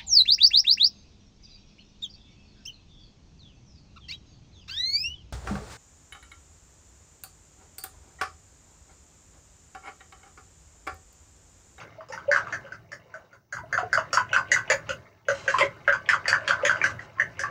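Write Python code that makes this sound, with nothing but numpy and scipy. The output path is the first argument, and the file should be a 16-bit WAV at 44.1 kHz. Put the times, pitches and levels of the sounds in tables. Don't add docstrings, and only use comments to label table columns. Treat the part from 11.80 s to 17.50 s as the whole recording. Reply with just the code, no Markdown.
import sys
import numpy as np
from scipy import signal
from scipy.fft import rfft, irfft
from scipy.io import wavfile
from scipy.ndimage import uniform_filter1d

SR = 44100
rng = np.random.default_rng(int(sys.argv[2]) if len(sys.argv) > 2 else 0)


def store_wav(level_fs):
    pcm = np.round(np.clip(np.atleast_2d(level_fs), -1, 1) * 32767)
    wavfile.write(sys.argv[1], SR, pcm.T.astype(np.int16))


N = 251370

# (frequency [Hz], level [dB])
RING = [(958, -4), (1011, -1), (1070, -2), (1156, -2), (1295, -5), (1420, -5), (1481, 0), (1533, 2),
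        (1597, -2), (1683, -3), (1741, -2), (1808, -2), (1971, -1), (2104, -2), (2242, -5), (2564, -3),
        (2930, -5), (4618, 1), (4800, -3), (6090, -4), (6670, -1)]
# (frequency [Hz], level [dB])
CLACK = [(1500, -17.5), (2200, 7), (2570, 8), (3100, 3), (3600, -7.5), (4200, -18), (5500, -25.5)]
# (frequency [Hz], level [dB])
TINES = [(2500, -24.5), (3900, -12.5), (4680, 1.5), (5400, -6.5), (6100, -1), (6620, 1), (7050, -6),
         (7700, -10), (8500, -19.5), (9500, -24), (10200, -17.5), (11500, -39.5), (13800, -40),
         (15300, -27.5)]
# (time [s], wall knock level [dB], knock pitch [Hz], hollow bowl note level [dB],
# sharp clack level [dB], tine tick level [dB], tick pitch [Hz])
STROKES = [(0.004, -50, 1450, -66, -54.5, -58.5, 6300), (0.2862, -57, 1150, -54, -68, -56.5, 5200),
           (0.3228, -40, 1810, -50, -52, -48, 5680), (0.514, -19.5, 1650, -39, -49, -38.5, 4570),
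           (0.7246, -30, 1693, -51.5, -49, -46, 5960), (0.9207, -38.5, 1510, -60, -62, -58, 5060),
           (1.118, -40, 1735, -49.5, -61, -51, 5400), (1.3399, -40, 1480, -56.5, -70, -62.5, 5670),
           (1.529, -52.5, 1440, -62.5, -71, -68.5, 6550), (1.7244, -33.5, 1590, -48.5, -61, -45.5, 6540),
           (1.9269, -24.5, 1653, -41.5, -54, -43, 6380), (2.1292, -20, 1567, -41.5, -59, -35.5, 5020),
           (2.3302, -26, 1320, -35.5, -39.5, -28.5, 5460), (2.53, -22, 1530, -42, -30, -39.5, 5870),
           (2.7164, -22, 1906, -40.5, -34, -27.5, 6500), (2.9003, -22, 1760, -25, -26.5, -29.5, 6820),
           (3.0915, -31.5, 1430, -33, -36.5, -43, 6300), (3.4842, -23.5, 1490, -24.5, -42.5, -40.5, 6530),
           (3.6784, -22.5, 1626, -29.5, -34.5, -41, 6500), (3.7844, -25, 1200, -51, -29, -36.5, 4590),
           (3.8081, -27, 2040, -25, -33.5, -55, 4200), (4.0774, -17.5, 1565, -26, -39, -52.5, 6600),
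           (4.2889, -18.5, 1710, -56, -29, -36, 5200), (4.4797, -24.5, 1730, -37, -32.5, -27, 4570),
           (4.677, -25.5, 1600, -37, -30.5, -35.5, 4320), (4.8501, -24.5, 1774, -43.5, -28.5, -32.5, 6660),
           (5.0399, -20, 1590, -44, -37.5, -38, 5960), (5.3987, -26.5, 1790, -42.5, -47, -48, 6100),
           (5.5927, -31.5, 1660, -42.5, -47, -40, 5950)]

RING_T60 = 0.2
TAIL_T = np.arange(int(0.35 * SR)) / SR
BINS = np.fft.rfftfreq(2048, 1 / SR)


def amp(db):
    return 10 ** (np.asarray(db) / 20)


RING_WAVES = np.array([amp(db - 60 * TAIL_T / RING_T60) * np.exp(2j * np.pi * hz * TAIL_T)
                       for hz, db in RING])


def unit(x):
    return x / np.sqrt(np.mean(x ** 2) + 1e-20)


def at_level(x, db):
    start = x[:int(0.03 * SR)]
    return amp(db) * x / np.sqrt(np.mean(start ** 2) + 1e-20)


def add(mix, s, sound):
    part = mix[max(round(s * SR), 0):][:len(sound)]
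    part += sound[:len(part)]


def read(points, hz):
    f, db = np.transpose(points)
    return np.interp(np.log(hz + 1), np.log(f), db)


def band(points):
    hz = BINS + 20
    octaves_below = np.maximum(np.log2(points[0][0] / hz), 0)
    octaves_above = np.maximum(np.log2(hz / points[-1][0]), 0)
    return np.maximum(read(points, BINS) - 30 * (octaves_below + octaves_above), -110)


def click(db):
    log_gain = np.log(amp(np.r_[db, db[-2:0:-1]]))
    return np.fft.ifft(np.exp(np.conj(signal.hilbert(log_gain)))).real


def tint(x, points):
    gain = amp(read(points, np.fft.rfftfreq(N, 1 / SR)))
    return unit(irfft(rfft(x) * gain, N))


def kitchen(wet_db, ring_db, hold=0.021, t60=0.13, late_db=-29, late_t60=0.16, gap=0.00089):
    early_fade = amp(-60 * np.maximum(TAIL_T - hold, 0) / t60)
    late_fade = amp(late_db - 60 * TAIL_T / late_t60)
    onset = np.clip(TAIL_T / gap - 0.5, 0, 1)
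    tail = rng.standard_normal(len(TAIL_T)) * (early_fade + late_fade) * onset
    shares = rng.uniform(0.94, 1.0, len(RING)) * np.exp(2j * np.pi * rng.random(len(RING)))
    ring = (shares @ RING_WAVES).real
    response = amp(wet_db) * tail / np.linalg.norm(tail) + amp(ring_db) * ring / np.linalg.norm(ring)
    response[0] += 1
    return response


def heard(sound, room, db):
    return at_level(signal.fftconvolve(sound, room), db)


def hump(time):
    u = np.arange(int(0.4 * SR)) / SR / time
    return u * np.exp(1 - u)


def pocket(hz, swell, glide):
    u = np.arange(int(8 * swell * SR)) / SR / swell
    turns = np.cumsum(hz * (1 + glide * np.tanh(u - 1))) / SR
    return (u * np.exp(1 - u)) ** 2 * np.sin(2 * np.pi * turns)


def bubbles(per_s, low_hz, high_hz, cycles, ring_db, count=30):
    spread_db = 3.8
    out = np.zeros(N)
    for hz in np.geomspace(low_hz, high_hz, count):
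        note = hz * pocket(hz, cycles / hz, glide=0.061)
        births = rng.integers(0, N, (round(per_s * N / SR / count), 1))
        size = amp(spread_db * np.minimum(rng.exponential(1, births.shape), 4))
        places = births + np.arange(len(note))
        out += np.bincount(places.ravel(), (size * note).ravel(), N)[:N]
    return unit(signal.fftconvolve(out, kitchen(wet_db=-0.5, ring_db=ring_db))[:N])


def vigour():
    # (time [s], level against the usual pace [dB])
    pace = [(0, 2), (0.28, -10.5), (0.62, 7), (0.82, -0.5), (1.05, -11.5), (1.43, -6), (1.68, -25.5),
            (1.88, -6.5), (2.1, -0.5), (3.1, 2), (3.45, -13.5), (3.56, 3.5), (3.85, 4.5), (4.03, -2),
            (4.5, 3.5), (4.88, 10), (5.32, -2.5), (5.7, 1.5)]
    return np.interp(np.arange(N) / SR, *np.transpose(pace))


def hiss():
    # (frequency [Hz], level [dB])
    noise_colour = [(30, -3.5), (110, -8.5), (250, -7), (700, 4.5), (1800, -13.5), (3700, -18.5),
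                    (6000, -2), (8200, -28), (13800, -20.5), (14600, -9), (15600, -2.5)]
    return amp(-72.5) * tint(rng.standard_normal(N), noise_colour)


def counter():
    # (frequency [Hz], level [dB])
    counter_colour = [(20, -32), (45, -13.5), (70, -5.5), (87, -3), (108, 4.5), (135, -4), (160, -2),
                      (185, -7.5), (240, -14), (400, -14), (900, -51)]
    # (time [s], level [dB])
    rumble_course = [(0.0, -56), (0.32, -58.5), (0.65, -49.5), (1.68, -67.5), (1.79, -50), (3.06, -49),
                     (3.13, -47.5), (3.41, -64.5), (3.49, -50.5), (4.98, -49.5), (5.14, -44.5), (5.36, -57),
                     (5.41, -49.5), (5.7, -50.5)]
    rumble_db = -1.5
    thud_db, thud_swell_s = 3.5, 0.041
    power = np.ones(N)
    for s, *_ in STROKES:
        add(power, s, (amp(thud_db) * hump(thud_swell_s)) ** 2)
    level = amp(rumble_db + np.interp(np.arange(N) / SR, *np.transpose(rumble_course)))
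    return tint(rng.standard_normal(N), counter_colour) * level * np.sqrt(power)


def spray():
    # (frequency [Hz], level [dB])
    spray_colour = [(7000, -20), (9000, 6), (10300, -8.5), (11700, -9), (13800, -6), (14700, 6),
                    (15600, 5.5)]
    base_db, follow, swell_s = -44.5, 0.61, 0.032
    db_per_octave, tick_ref_hz = 13, 5600
    late_s, late_db = 3.6, -10
    level = np.zeros(N)
    for s, *_, tick_db, tick_hz in STROKES:
        db = base_db + follow * tick_db + db_per_octave * np.log2(tick_hz / tick_ref_hz)
        if s > late_s:
            db += late_db
        add(level, s, amp(db) * hump(swell_s) ** 2)
    froth = bubbles(per_s=4000, low_hz=8000, high_hz=15000, cycles=1.5, ring_db=-30, count=10)
    return level * tint(froth, spray_colour)


def churn():
    # (frequency [Hz], level [dB])
    churn_colour = [(700, -22), (1100, 6), (1600, 1.5), (1900, -3.5), (2600, -11.5), (4000, -35.5)]
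    churn_db, follow = -57.5, 1.8
    gurgle = bubbles(per_s=400, low_hz=950, high_hz=2300, cycles=4, ring_db=-2, count=14)
    return tint(gurgle, churn_colour) * amp(churn_db + follow * vigour())


def egg():
    # (frequency [Hz], level [dB])
    squelch_colour = [(150, -27), (300, -4), (480, 0), (570, 4), (660, 4.5), (820, -1), (1150, -4),
                      (1600, -8), (2100, -5), (2500, -13.5), (3100, -3), (4500, -34.5)]
    fizz_colour = [(2000, -12.5), (3000, -0.5), (3700, 5), (4700, 3.5), (6600, 0), (8000, -9.5),
                   (11000, -42), (15000, -52.5)]
    surge_lag_s, surge_width_s = 0.0079, 0.038
    squelch_db, squelch_surge_db = -51.5, 5.5
    fizz_db, fizz_follow, fizz_surge_db = -67.5, 0.92, 2.5
    ring_db = -12
    t = np.arange(N) / SR
    surge = sum(np.maximum(1 - ((t - s - surge_lag_s) / surge_width_s) ** 2, 0) for s, *_ in STROKES)
    low = bubbles(per_s=800, low_hz=230, high_hz=2700, cycles=2.5, ring_db=ring_db)
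    high = bubbles(per_s=2500, low_hz=2200, high_hz=13000, cycles=1.8, ring_db=ring_db)
    squelch_level = amp(squelch_db + vigour() + squelch_surge_db * surge)
    fizz_level = amp(fizz_db + fizz_follow * vigour() + fizz_surge_db * surge)
    return tint(low, squelch_colour) * squelch_level + tint(high, fizz_colour) * fizz_level


def scrapes():
    # (start [s], length [s], level [dB])
    drags = [(0.536, 0.057, -44), (3.486, 0.18, -44), (3.692, 0.17, -43), (4.885, 0.064, -54),
             (5.028, 0.091, -46.5), (5.202, 0.049, -58.5)]
    # (frequency [Hz], level [dB])
    scrape_colour = [(2000, -4.5), (3000, 8.5), (3600, -6.5), (4050, 5.5), (4500, -4.5), (5500, 1),
                     (6600, 0), (8000, -9), (11000, -37.5), (15000, -46.5)]
    rise_s, fade_db_per_s, release_s = 0.0079, 34, 0.01
    slips_per_s = 450
    t = np.arange(int(0.4 * SR)) / SR
    pressure = np.zeros(N)
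    for s, length, db in drags:
        rise = np.minimum(t / rise_s, 1)
        release = np.exp(-np.maximum(t - length, 0) / release_s)
        add(pressure, s, rise * amp(db - fade_db_per_s * t) * release)
    slips = rng.standard_normal(N) * (rng.random(N) < slips_per_s / SR)
    in_room = signal.fftconvolve(slips, kitchen(wet_db=7.5, ring_db=-17))[:N]
    return pressure * tint(in_room, scrape_colour)


def plop(db, hz, swell):
    note = pocket(hz, swell, glide=0.035)
    smooth = uniform_filter1d(rng.standard_normal(len(note)), size=350)
    wobble = unit(uniform_filter1d(smooth, size=350))
    room = kitchen(wet_db=-3.5, ring_db=-25.0)
    return amp(db) * signal.fftconvolve(note * (1 + 0.3 * wobble), room)


def plops():
    # (time [s], level before wobble and room [dB], pitch [Hz], swell time [s])
    plop_notes = [(0.18, -37.5, 637, .01), (0.292, -38, 530, 0.011), (0.3, -41, 874, 0.012),
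                  (0.332, -32, 895, 0.007), (0.479, -16, 561, 0.012), (0.487, -36, 870, .007),
                  (0.84, -43, 553, 0.01), (1.342, -41.5, 635, 0.014), (1.787, -35, 955, 0.0068),
                  (1.834, -38, 644, 0.0056), (1.984, -24.5, 714, .0052), (2.029, -26, 447, 0.0047),
                  (2.03, -23.5, 704, 0.0048), (2.177, -17.5, 630, 0.0046), (2.375, -17.5, 1010, 0.0048),
                  (2.515, -33, 2830, 0.0019), (2.916, -23.5, 904, 0.0028), (3.738, -21, 1064, 0.0096),
                  (3.808, -17.5, 1008, .0069), (3.81, -25.5, 568, .014), (3.818, -24, 2197, 0.0039),
                  (3.829, -29, 395, 0.005), (4.341, -14, 1205, 0.0024), (4.804, -29.5, 1203, 0.01),
                  (4.832, -19, 547, 0.0076), (4.948, -33, 634, .0069), (5.015, -17.5, 2250, .0016),
                  (5.092, -28, 1160, .0026), (5.369, -38.5, 1076, 0.019), (5.397, -9.5, 1790, 0.0019),
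                  (5.638, -22, 1123, 0.0045)]
    out = np.zeros(N)
    for s, db, hz, swell in plop_notes:
        add(out, s, plop(db, hz, swell))
    return out


def contact(skid_db, skid_time, per_s=350):
    t = np.arange(int(0.08 * SR)) / SR
    catches = rng.standard_normal(len(t)) * (rng.random(len(t)) < per_s / SR)
    force = amp(skid_db) * catches * np.exp(-t / skid_time)
    force[0] = 1
    return force


def cushion(time):
    u = np.arange(int(7 * time * SR)) / SR / time
    return rng.standard_normal(len(u)) * (u * np.exp(-u)) ** 2


def blend(note, body, body_db):
    out = np.zeros(int(0.15 * SR))
    add(out, 0, note)
    add(out, 0, amp(body_db) * body * np.linalg.norm(note) / np.linalg.norm(body))
    return out


def knock(hz, swell=0.0017, body_db=-8, gulp_db=-12, gulp_fall=0.31, count=2):
    # (frequency [Hz], level [dB])
    wall_colour = [(150, -42.5), (400, -23.5), (760, -11), (1020, -0.5), (1500, 8), (2050, 1),
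                   (2400, -36.5), (3200, -32), (4500, -62.5)]
    gulp_time = 0.024
    body = signal.fftconvolve(contact(skid_db=-9, skid_time=0.02), click(band(wall_colour)))
    body = signal.fftconvolve(body, cushion(time=0.00061))
    out = blend(pocket(hz, swell, glide=0.0087), body, body_db)
    for late, size in rng.uniform(0.25, 1, (count, 2)):
        gulp = pocket(hz * (1 - gulp_fall * late), swell, glide=0.054)
        add(out, late * gulp_time, amp(gulp_db) * size * gulp)
    return out


def tick(points, hz, swell, splash_db, skid_db):
    push = signal.fftconvolve(contact(skid_db, skid_time=0.011), cushion(time=0.0016))
    splash = signal.fftconvolve(push, click(band(points)))
    return blend(pocket(hz, swell, glide=0.0056), splash, splash_db)


def hollow(hz, swell=0.0041):
    t60 = 0.092
    t = np.arange(int(0.2 * SR)) / SR
    note = np.sin(2 * np.pi * hz * t) * (1 - np.exp(-t / swell)) * amp(-60 * t / t60)
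    slosh = pocket(hz * rng.uniform(0.95, 1.25), swell=0.004, glide=0.05)
    add(note, 0.002, amp(-9) * slosh)
    return note


def blow(wall_db, hz, bowl_db, clink_db, clack_db, tick_db, tick_hz, wet_db, ring_db):
    # (frequency [Hz], level [dB])
    clink_colour = [(1700, -23), (1970, 2.5), (2110, -1.5), (2260, -17), (2500, -29)]
    out = np.zeros(int(0.5 * SR))
    room = kitchen(wet_db, ring_db)
    bright_room = kitchen(wet_db=6.0, ring_db=-12.5)
    bowl_room = kitchen(wet_db=2.5, ring_db=-16.5)
    clink = signal.fftconvolve(click(band(clink_colour)), cushion(time=0.00065))
    clack = tick(CLACK, rng.uniform(2560, 3237), swell=0.0011, splash_db=3.0, skid_db=-20.0)
    tines = tick(TINES, tick_hz, swell=0.001, splash_db=1.5, skid_db=-8.0)
    note = hollow(556 * (1 + 0.023 * rng.standard_normal()))
    add(out, 0, heard(knock(hz), room, wall_db))
    add(out, 0, heard(clink, room, clink_db))
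    add(out, 0, heard(clack, bright_room, clack_db))
    add(out, 0, heard(tines, bright_room, tick_db))
    add(out, 0, heard(note, bowl_room, bowl_db))
    return out


def gulps(db, hz, count=5):
    spacing_s, swell_s = 0.01, 0.0016
    first_db, pitch_share = -1, 0.834
    fade_db_per_s, octaves_per_s = 332.5, 7.6
    out = np.zeros(int(0.15 * SR))
    delays = spacing_s * np.cumsum(rng.uniform(0.6, 1.4, count))
    for delay in delays:
        age = delay - delays[0]
        pitch = hz * pitch_share * 2 ** (-octaves_per_s * age) * rng.uniform(0.9, 1.1)
        level = amp(db + first_db - fade_db_per_s * age)
        add(out, delay, level * pocket(pitch, swell_s, glide=0.026))
    return signal.fftconvolve(out, kitchen(wet_db=-10.5, ring_db=-17))


def slaps():
    # (time [s], level [dB], pitch [Hz])
    landings = [(0.2071, -45.5, 1130), (0.3763, -39, 1330), (0.5611, -21.5, 1440), (0.6704, -39, 1225),
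                (0.8627, -48, 1500), (1.768, -36, 1400), (1.9766, -24, 1333), (2.1747, -22, 1344),
                (2.3722, -19.5, 1390), (2.5626, -19, 1423), (2.7629, -24.5, 1490), (3.7407, -28, 1113),
                (4.125, -22, 1510), (4.3315, -21.5, 1410), (4.4558, -30.5, 1910), (4.5283, -19, 1680),
                (4.7074, -20.5, 1476), (4.895, -19, 1557), (4.9576, -31.5, 1450), (5.0148, -30.5, 1780),
                (5.1923, -39, 1920), (5.385, -44, 1780), (5.6354, -29, 1690)]
    bowl_db, clink_db, clack_db, tick_db = -26, -21, -21, -24.5
    out = np.zeros(N)
    for s, db, hz in landings:
        slap = blow(db, hz, db + bowl_db, db + clink_db, db + clack_db, db + tick_db,
                    tick_hz=4760, wet_db=-4.5, ring_db=-12.5)
        add(out, s, slap)
        add(out, s, gulps(db, hz))
    return out


def dips():
    lead_s, against_clack_db = 0.031, -19
    out = np.zeros(N)
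    for s, _, _, _, clack_db, _, _ in STROKES[1:]:
        start = s - lead_s * rng.uniform(0.75, 1.25)
        touch = signal.fftconvolve(click(band(CLACK)), cushion(time=0.002))
        add(out, start, heard(touch, kitchen(wet_db=1, ring_db=-3), clack_db + against_clack_db))
    return out


def fork():
    clink_db_at_ref, clink_ref_hz, clink_db_per_octave = -14, 1593, 40.5
    lead_s, lead_db = 0.0047, -15
    out = np.zeros(N)
    for s, wall_db, hz, bowl_db, clack_db, tick_db, tick_hz in STROKES:
        clink_db = wall_db + clink_db_at_ref + clink_db_per_octave * np.log2(hz / clink_ref_hz)
        soft_noise = signal.fftconvolve(click(band(TINES)), cushion(time=0.0093))
        add(out, s - lead_s, heard(soft_noise, kitchen(wet_db=-4.5, ring_db=-14), tick_db + lead_db))
        stroke = blow(wall_db, hz, bowl_db, clink_db, clack_db, tick_db, tick_hz, wet_db=3.5, ring_db=-9.5)
        add(out, s, stroke)
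    return out


def scene():
    background = hiss() + counter()
    stirring = spray() + churn() + egg() + scrapes() + plops()
    beating = slaps() + dips() + fork()
    return (background + stirring + beating)[None]


def record(dry, ceiling=1.0):
    edge_hz = 15800
    rounded = dry / (1 + (dry / ceiling) ** 6) ** (1 / 6)
    low_pass = signal.firwin(511, edge_hz, window=("kaiser", 9), fs=SR)
    return signal.oaconvolve(rounded, low_pass[None], "same")


dry = scene()
out = record(dry)
store_wav(out)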